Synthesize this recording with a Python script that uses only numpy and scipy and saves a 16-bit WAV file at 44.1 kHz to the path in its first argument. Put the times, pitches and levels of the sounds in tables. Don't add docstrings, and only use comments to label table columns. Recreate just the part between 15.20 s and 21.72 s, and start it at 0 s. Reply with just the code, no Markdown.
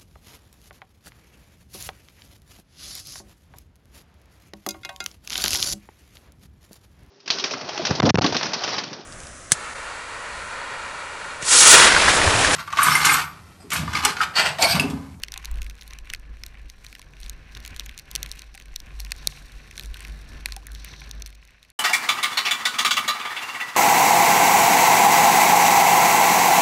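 import sys
import numpy as np
from scipy.fft import rfft, irfft, next_fast_len
from scipy.io import wavfile
from scipy.ndimage import uniform_filter1d, map_coordinates

SR = 44100
rng = np.random.default_rng(int(sys.argv[2]) if len(sys.argv) > 2 else 0)


def unload_wav(signal):
    wavfile.write(
        sys.argv[1],
        SR,
        np.round(np.clip(np.atleast_2d(signal).T, -1, 1) * 32767).astype(np.int16),
    )


N = 287532

# [t/s, f/Hz]
SWAY_PITCH = [(0.0, 51.55), (1.42, 50.53), (1.87, 44.24), (2.56, 53.1), (2.67, 50.6), (3.98, 50.06),
              (4.34, 43.8), (4.68, 50.7), (5.39, 49.6), (5.56, 52.1), (6.37, 50), (6.52, 53.3)]
# [t/s, sway level/dB, push level/dB, buffet level/dB before BUFFET_LIFT_DB]
WIND = [(0, -48, -45, -60.5), (0.4, -48, -59, -59.5), (1.0, -55, -49, -60.5), (1.8, -46.5, -53, -61),
        (2.4, -56, -56, -57.5), (3.0, -54.5, -53, -60.5), (3.45, -47, -49.5, -59.5),
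        (4.0, -51.5, -43.5, -55.5), (4.3, -56.5, -70, -59), (4.7, -44, -56, -54), (5.16, -49.5, -47, -56.5),
        (5.36, -48.5, -52, -58.5), (5.8, -45, -69, -54), (6.1, -52.5, -62, -61.5), (6.3, -67, -72, -68.5),
        (6.52, -61.5, -69, -70.5)]
# [peak t/s, length/s, sway level/dB, push level/dB, buffet level/dB before BUFFET_LIFT_DB]
GUSTS = [(0.166, 0.29, -50, -51, -63.5), (0.377, 0.17, -29.5, -32.5, -61), (0.882, 0.35, -48.5, -45, -70),
         (1.116, 0.1, -36.5, -38.5, -61.5), (1.222, 0.17, -44, -62, -78), (1.436, 0.12, -43, -53, -70),
         (2.074, 0.15, -37, -43.5, -59.5), (2.396, 0.19, -42.5, -44.5, -68), (2.543, 0.07, -46, -43, -59),
         (2.649, 0.1, -41, -51.5, -64), (3.023, 0.15, -37.5, -54, -56), (3.293, 0.084, -47.5, -49.5, -75),
         (3.486, 0.061, -42.5, -45, -72), (3.836, 0.19, -34, -53, -67), (4.059, 0.12, -40.5, -57, -58),
         (4.216, 0.07, -42, -49, -80), (4.355, 0.045, -37.5, -50, -62), (4.688, 0.063, -32.5, -44, -69),
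         (4.905, 0.097, -35.5, -60, -57), (5.178, 0.2, -41, -41.5, -53.5), (5.549, 0.12, -37.5, -61, -70),
         (5.679, 0.15, -46.5, -62, -57), (6.002, 0.085, -45, -55, -63)]


def mount():
    base_hz, = curves(SWAY_PITCH)
    sway_db = curves(WIND)[0] + 5.7 * wobble(7.8)
    size = np.hypot(swells(GUSTS, column=2), amp(sway_db))
    roughness = amp(2.1 * wobble(25))
    hz = base_hz + 1.43 * wobble(18)
    tone = np.sin(2 * np.pi * np.cumsum(hz) / SR)
    return np.sqrt(2) * size * roughness * tone


# [f/Hz, relative level/dB per Hz]
PUSH_COLOUR = [(8, -32), (18, 0.5), (26, 7), (38, -14), (65, -8.5), (90, -34)]
# [f/Hz, relative level/dB per Hz]
BUFFET_COLOUR = [(40, -35), (70, 6), (125, -3), (148, 1.5), (170, -5), (300, -10), (550, -16), (775, -17.5),
                 (900, -22), (1040, -16), (1250, -20), (1800, -10.5)]
PUSH_LAG_S, BUFFET_LIFT_DB = 0.014, 5.0


def wind():
    _, push_db, buffet_db = curves(WIND)
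    push_size = np.hypot(swells(GUSTS, column=3, lag_s=PUSH_LAG_S), amp(push_db))
    push = push_size * unit(amp(3.7 * wobble(37)) * noise(PUSH_COLOUR))
    buffet_size = np.hypot(swells(GUSTS, column=4), amp(buffet_db)) * amp(BUFFET_LIFT_DB)
    lumps = amp(1.5 * wobble(13) + 1.5 * wobble(40))
    return push + buffet_size * unit(lumps * noise(BUFFET_COLOUR))


# [t/s, middle-mode peak level/dB, low level/dB re middle, high level/dB re middle]
CRACKS = [(0.0312, -48, -1, 7), (0.0353, -18, 1, -6.5), (0.046, -40, -1, -5), (0.0835, -30.5, 0, -8),
          (0.1203, -24.5, -12, -5), (0.1397, -24.5, -6.5, -5), (0.1765, -25, -8, 0), (0.2468, -30, -3, -1),
          (0.2551, -23, -13, -4.5), (0.3137, -43, -1, 10), (0.3571, -48.5, 8, 4), (0.386, -55, 19.5, 6),
          (0.4185, -33.5, 6.5, 3), (0.4296, -38, -4, 0), (0.4447, -44, 2.5, 3), (0.4647, -45.5, 14.5, -1),
          (0.4981, -32, -3.5, -3), (0.5532, -50, -1, 4), (0.611, -33.5, -7, -15), (0.6144, -37, -11, -3),
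          (0.622, -50, 18, -9), (0.6776, -37.5, -22, 2.5), (0.7075, -34, -10, -13),
          (0.7339, -32.5, -3, -4.5), (0.787, -33, -3, -6.5), (0.9004, -30, 6.5, -11), (0.9045, -41, -2, -3),
          (0.9302, -46, 10, -5), (0.9357, -31, 13.5, 7.5), (0.9477, -25, -2, -9), (1.2358, -25, -4, -12),
          (1.2634, -32.5, -8, 2), (1.499, -34, -4, -5), (1.6468, -40.5, 6, 2), (1.6652, -30, -18, -11),
          (1.7272, -46, 12.5, 2), (1.7518, -41, 12, 1), (1.7943, -37, -0.5, -1), (1.8167, -37.5, -3, -1),
          (2.0022, -42.5, -2, 5), (2.0315, -30, -13, -15), (2.0623, -33, -9, -5), (2.0963, -27, -14, 3.5),
          (2.3503, -30, -6, -27), (2.3698, -46, 14, -10), (2.3743, -36.5, -9, -6), (2.4501, -35, 5.5, -2),
          (2.4617, -32.5, -2, 1), (2.4773, -30.5, -3, 0), (2.5633, -30.5, -4.5, -2), (2.5963, -17, -18, -9),
          (2.6055, -39, 8.5, -3), (2.6611, -46.5, 9, 17.5), (2.6934, -34, 5, -4), (2.7776, -30.5, -6, 1.5),
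          (2.7893, -32.5, -10, 0.5), (2.7955, -32, -11, -1), (2.9138, -31, -15, 3.5),
          (2.9527, -15.5, -9, -1), (2.9599, -15.5, -17, -2), (3.0297, -16.5, -12, -4),
          (3.0613, -34.5, 5.5, 0.5), (3.1153, -20, -25, -6.5), (3.1238, -41, -1, 4), (3.1592, -49, 0, 6),
          (3.1926, -31, -7, -3), (3.2193, -32.5, -4, -3), (3.3487, -43.5, 9, -1.5), (3.3527, -44.5, 2, 8),
          (3.3764, -54, 21.5, -4), (3.3998, -50, -3, 8), (3.556, -47, 6, -5), (3.5605, -18, -32, -6),
          (3.602, -29, -21, -8.5), (3.7985, -35.5, 3, -0.5), (3.8021, -25, -13, -2), (3.8154, -41, -18, -4),
          (3.8485, -30, -10, -6), (3.908, -37, -1, 1), (3.919, -17.5, -2.5, -3), (3.9634, -40.5, -14, 1.5),
          (4.0723, -8, -15, -1.5), (4.5109, -42, 8, 1), (4.568, -39.5, -17, 0), (4.5784, -25.5, -4.5, -3),
          (4.5957, -27.5, 1.5, -2), (4.6097, -33, -11, -6), (4.635, -33.5, -8, -1), (4.6586, -35, -17, -1),
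          (4.7427, -31.5, -2, -5), (4.7699, -39, 4, 1), (4.8055, -42.5, 8, 10), (4.828, -46, 2, 5),
          (4.8496, -45.5, 17, -6), (4.869, -47, -2, 4), (5.2585, -16, 1, -1.5), (5.2873, -51, 4, -9),
          (5.322, -22, -15, -8), (5.3643, -27.5, -8, 1), (5.4685, -37.5, 2, 9.5), (5.5325, -51, -6, 7),
          (5.5494, -31, -23, -7), (5.6464, -35.5, 3.5, 7), (5.8063, -43, -11, 1), (5.893, -46, -6, 4),
          (5.912, -24, -29, -7), (6.0217, -24, -15, -7.5), (6.0612, -27.5, -17, -6), (6.0667, -40, -9, 0),
          (6.0753, -43, -8, 4), (6.15, -48, -2, 2), (6.2515, -51.5, -8, 6.5), (6.4286, -38.5, -16, -8),
          (6.5018, -45, -20, 3.5)]
# [f/Hz, width/Hz, level/dB]
LOW_MODES = [(1518, 193, -3), (1840, 476, -1), (2555, 776, 1)]
MID_MODES = [(3760, 890, 5.5), (4360, 500, 9), (5736, 1090, 7), (6236, 940, 5)]
HIGH_MODES = [(6500, 520, -0.5), (8840, 2040, -1), (10780, 2900, -1.5), (11950, 1360, -1),
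              (14670, 1600, -11)]


def ticks():
    s, mid_db, low_db, high_db = np.transpose(np.vstack([CRACKS, creaks(count=170)]))
    low = bursts(s, mid_db + low_db, t60=0.0097, modes=LOW_MODES)
    mid = bursts(s, mid_db, t60=0.0048, modes=MID_MODES)
    high = bursts(s, mid_db + high_db, t60=0.0039, modes=HIGH_MODES)
    return low + mid + high


# [t/s, low level/dB, middle level/dB, high level/dB]
CLOTH = [(0, -58, -66, -77), (0.4, -64, -67, -75), (0.95, -65.5, -66, -76), (1.3, -57.5, -64, -68),
         (1.9, -64, -63, -71), (2.4, -55.5, -61, -72), (3.1, -55.5, -62.5, -69), (3.3, -64, -64, -77),
         (3.7, -57, -63, -64), (4.3, -58.5, -60, -71), (4.7, -62.5, -61, -65), (5.0, -58, -58.5, -63.5),
         (5.45, -58, -63.5, -72.5), (6.0, -59.5, -64.5, -84), (6.25, -61.5, -65.5, -75),
         (6.52, -66, -68.5, -77.5)]
CREAK_NEAR_S = 0.046
CREAK_DB, CREAK_SPREAD_DB = 10.5, 2.5
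CREAK_LOW_DB, CREAK_HIGH_DB, CREAK_COLOUR_DB = 4.5, -3, 7.5


def creaks(count):
    draw, shade = rng.random((count, 2)), rng.standard_normal((count, 3))
    crack = (draw[:, 0] * len(CRACKS)).astype(int)
    near = np.array(CRACKS)[crack, 0]
    s = np.clip(near + CREAK_NEAR_S * shade[:, 0], 0, N / SR)
    low_db = CREAK_COLOUR_DB * shade[:, 1]
    high_db = CREAK_COLOUR_DB / 2 * shade[:, 2]
    cloth_db = np.interp(s, *np.transpose(CLOTH)[[0, 2]])
    size_db = CREAK_DB - CREAK_SPREAD_DB * np.log(draw[:, 1] + 0.017)
    mid_db = cloth_db + size_db - low_db / 2
    return np.transpose([s, mid_db, CREAK_LOW_DB + low_db, CREAK_HIGH_DB + high_db])


# [t/s, start level/dB before the soft attack, tone name]
KNOCKS = [(.0358, -43, "dull"), (.176, -35.5, "dull"), (.2872, -39, "clack"), (.315, -42, "dull"),
          (.936, -45, "dull"), (1.795, -40.5, "ring"), (2.953, -28, "deep"), (3.349, -46, "hollow"),
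          (3.799, -48, "hollow"), (3.919, -31.5, "dull"), (4.0723, -16, "deep"), (4.083, -43.5, "thump"),
          (4.2175, -41, "clack"), (4.2961, -41, "click"), (4.7591, -34.5, "clack"), (5.2589, -30, "dull"),
          (5.2869, -31, "clack"), (5.367, -35, "hollow"), (5.43, -45, "ring"), (5.4844, -34, "click"),
          (5.5023, -37.5, "clack"), (5.7386, -43, "clack")]
TONES = {"thump": (142.7, 0.36), "deep": (580, 0.004), "hollow": (785, 0.06), "dull": (994, 0.01),
         "ring": (1030, 0.022), "clack": (1560, 0.017), "click": (1700, 0.014)}


def knocks():
    out, t = np.zeros(N + SR), np.arange(SR // 4) / SR
    attack = 1 - np.exp(-t / 0.00012)
    for s, db, tone in KNOCKS:
        hz, t60 = TONES[tone]
        decay = amp(db - 60 * t / t60)
        out[round(s * SR):][:len(t)] -= decay * np.sin(2 * np.pi * hz * t) * attack
    return out[:N]


# [peak t/s, length/s, low level/dB, middle level/dB, high level/dB, hollow level/dB]
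SCRAPES = [(0.16, 0.1, -53, -68, -68, -65), (0.26, 0.18, -49, -61, -69, -58),
           (0.72, 0.16, -54.5, -66, -70, -66), (0.88, 0.068, -50.5, -71, -75, -71),
           (1.68, 0.064, -60, -62, -66, -72), (2.06, 0.18, -57, -63, -76, -87),
           (2.46, 0.25, -52, -66, -69, -81), (2.78, 0.033, -57, -64, -69, -73),
           (3.0, 0.15, -52.5, -61, -69, -69.5), (3.14, 0.23, -54.5, -61, -69, -73),
           (3.8, 0.18, -63, -59, -76, -70), (4.0, 0.069, -49.5, -51.5, -74, -66.5),
           (4.14, 0.14, -53.5, -50.5, -56, -70), (4.3, 0.21, -69.5, -63, -68, -78),
           (4.43, 0.12, -52, -57.5, -69, -79), (4.82, 0.18, -51, -56.5, -87, -72),
           (5.16, 0.23, -55, -58, -72, -85), (5.35, 0.1, -55, -60, -66, -71),
           (5.72, 0.28, -53, -51.5, -67, -86), (5.88, 0.22, -56.5, -62, -79, -76)]
# [f/Hz, width/Hz, level/dB]
HOLLOW_MODES = [(775, 41, -6.5), (1044, 84, -3)]
STIR_LOW_DB, STIR_MID_DB, STIR_HIGH_DB = -0.5, 1.5, 2
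EVEN_SCRAPE = 0.71


def rustle():
    low_db, mid_db, high_db = curves(CLOTH)
    coarse = grains(count=900, spread_db=4.5, smooth=0.79, t60=0.016)
    fine = grains(count=1200, spread_db=3.0, smooth=0.27, t60=0.03)
    low = rung(coarse, LOW_MODES, edge_hz=1200)
    low += amp(-12.5) * rung(coarse, HOLLOW_MODES, edge_hz=4400)
    weave = 0.72 * rng.standard_normal(N)
    mid = rung(fine + weave, MID_MODES, edge_hz=13000)
    high = rung(fine, HIGH_MODES, edge_hz=17000)
    move = stir()
    low *= np.hypot(swells(SCRAPES, column=2), amp(low_db + STIR_LOW_DB * move))
    mid *= np.hypot(swells(SCRAPES, column=3), amp(mid_db + STIR_MID_DB * move))
    high *= amp(high_db + STIR_HIGH_DB * move)
    scrape_force = fine + EVEN_SCRAPE * rng.standard_normal(N)
    high += swells(SCRAPES, column=4) * rung(scrape_force, HIGH_MODES, edge_hz=11000)
    hollow = swells(SCRAPES, column=5) * rung(coarse, HOLLOW_MODES, edge_hz=3300)
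    return low + mid + high + hollow


def grains(count, spread_db, smooth, t60):
    draw = rng.random((count, 2))
    size_db = -spread_db * np.log(draw[:, 1] + 0.0057)
    slips = bursts(draw[:, 0] * N / SR, size_db, t60)
    return unit(slips) + smooth * rng.standard_normal(N) * amp(2.67 * wobble(30))


def stir():
    t = np.arange(0, N, 64) / SR
    reach_s = 0.035
    close = np.exp(-((t - np.array(CRACKS)[:, :1]) / reach_s) ** 2 / 2).sum(axis=0)
    return np.interp(np.arange(N) / SR, t, close - close.mean())


WHISTLE_DB, WHISTLE_GROWS = -74.5, 1.1


def air():
    buffet_db = curves(WIND)[2]
    level_db = WHISTLE_DB + WHISTLE_GROWS * (buffet_db + 51) + 2.2 * wobble(8)
    return amp(level_db) * rung(rng.standard_normal(N), HIGH_MODES, edge_hz=8800)


# [f/Hz, relative level/dB per Hz]
HISS_COLOUR = [(200, -14.5), (500, 23), (1200, 12), (3000, 1), (8000, -10), (15000, -20), (16000, -40)]


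def hiss():
    return amp(-73.5) * noise(HISS_COLOUR)


def swells(rows, column, lag_s=0):
    edge_db, shape = 5.5, 1.73
    t, rows = np.arange(0, N, 64) / SR, np.array(rows)
    away = np.abs(t - lag_s - rows[:, :1]) / (rows[:, 1:2] / 2)
    power = amp(2 * (rows[:, column, None] - edge_db * away ** shape)).sum(axis=0)
    return np.interp(np.arange(N) / SR, t, np.sqrt(power))


def bursts(times, db, t60, modes=None):
    k = np.arange(512)
    puffs = rng.standard_normal((len(times), len(k))) * amp(-60 * k / SR / t60)
    if modes:
        puffs = irfft(rfft(puffs) * resonances(np.fft.rfftfreq(len(k), 1 / SR), modes))
    power = np.abs(uniform_filter1d(puffs ** 2, size=30, axis=1))
    peak = np.sqrt(2 * power.max(axis=1))
    puffs = puffs * (amp(db) / peak)[:, None]
    at = np.round(times * SR).astype(int)[:, None] + k
    return np.bincount(at.ravel(), puffs.ravel(), N + 2 * len(k))[:N]


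def resonances(f, modes):
    total = 0
    for k, (hz, width, db) in enumerate(modes):
        total = total + (-1) ** k * amp(db) * 1j * f * width / (hz * hz - f * f + 1j * f * width)
    return total


def rung(x, modes, edge_hz):
    return unit(filtered(x, lambda f: resonances(f, modes) / (1 + 1j * f / edge_hz)))


def noise(spectrum):
    f, db = np.transpose(spectrum)
    gain = lambda hz: amp(np.interp(np.log(hz + 1), np.log(f), db, left=-120, right=-120))
    return unit(filtered(rng.standard_normal(N), gain))


def filtered(x, response):
    m = next_fast_len(N + SR // 2)
    return irfft(rfft(x, m) * response(np.fft.rfftfreq(m, 1 / SR)), m)[:N]


def wobble(rate):
    knots = rng.standard_normal(int(N * rate / SR) + 4)
    return map_coordinates(knots, [np.arange(N) * rate / SR])


def curves(rows):
    s, *cols = np.transpose(rows)
    return [np.interp(np.arange(N) / SR, s, c) for c in cols]


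def amp(db):
    return 10 ** (np.asarray(db) / 20)


def unit(x):
    return x / np.sqrt(np.mean(x ** 2) + 1e-20)


def scene():
    return (mount() + wind() + ticks() + knocks() + rustle() + air() + hiss())[None]


TOP_HZ = 16660


def record(dry):
    return filtered(dry[0], lambda hz: (hz < TOP_HZ) / (1 + (hz / 15200) ** 24))[None]


dry = scene()
out = record(dry)
unload_wav(out)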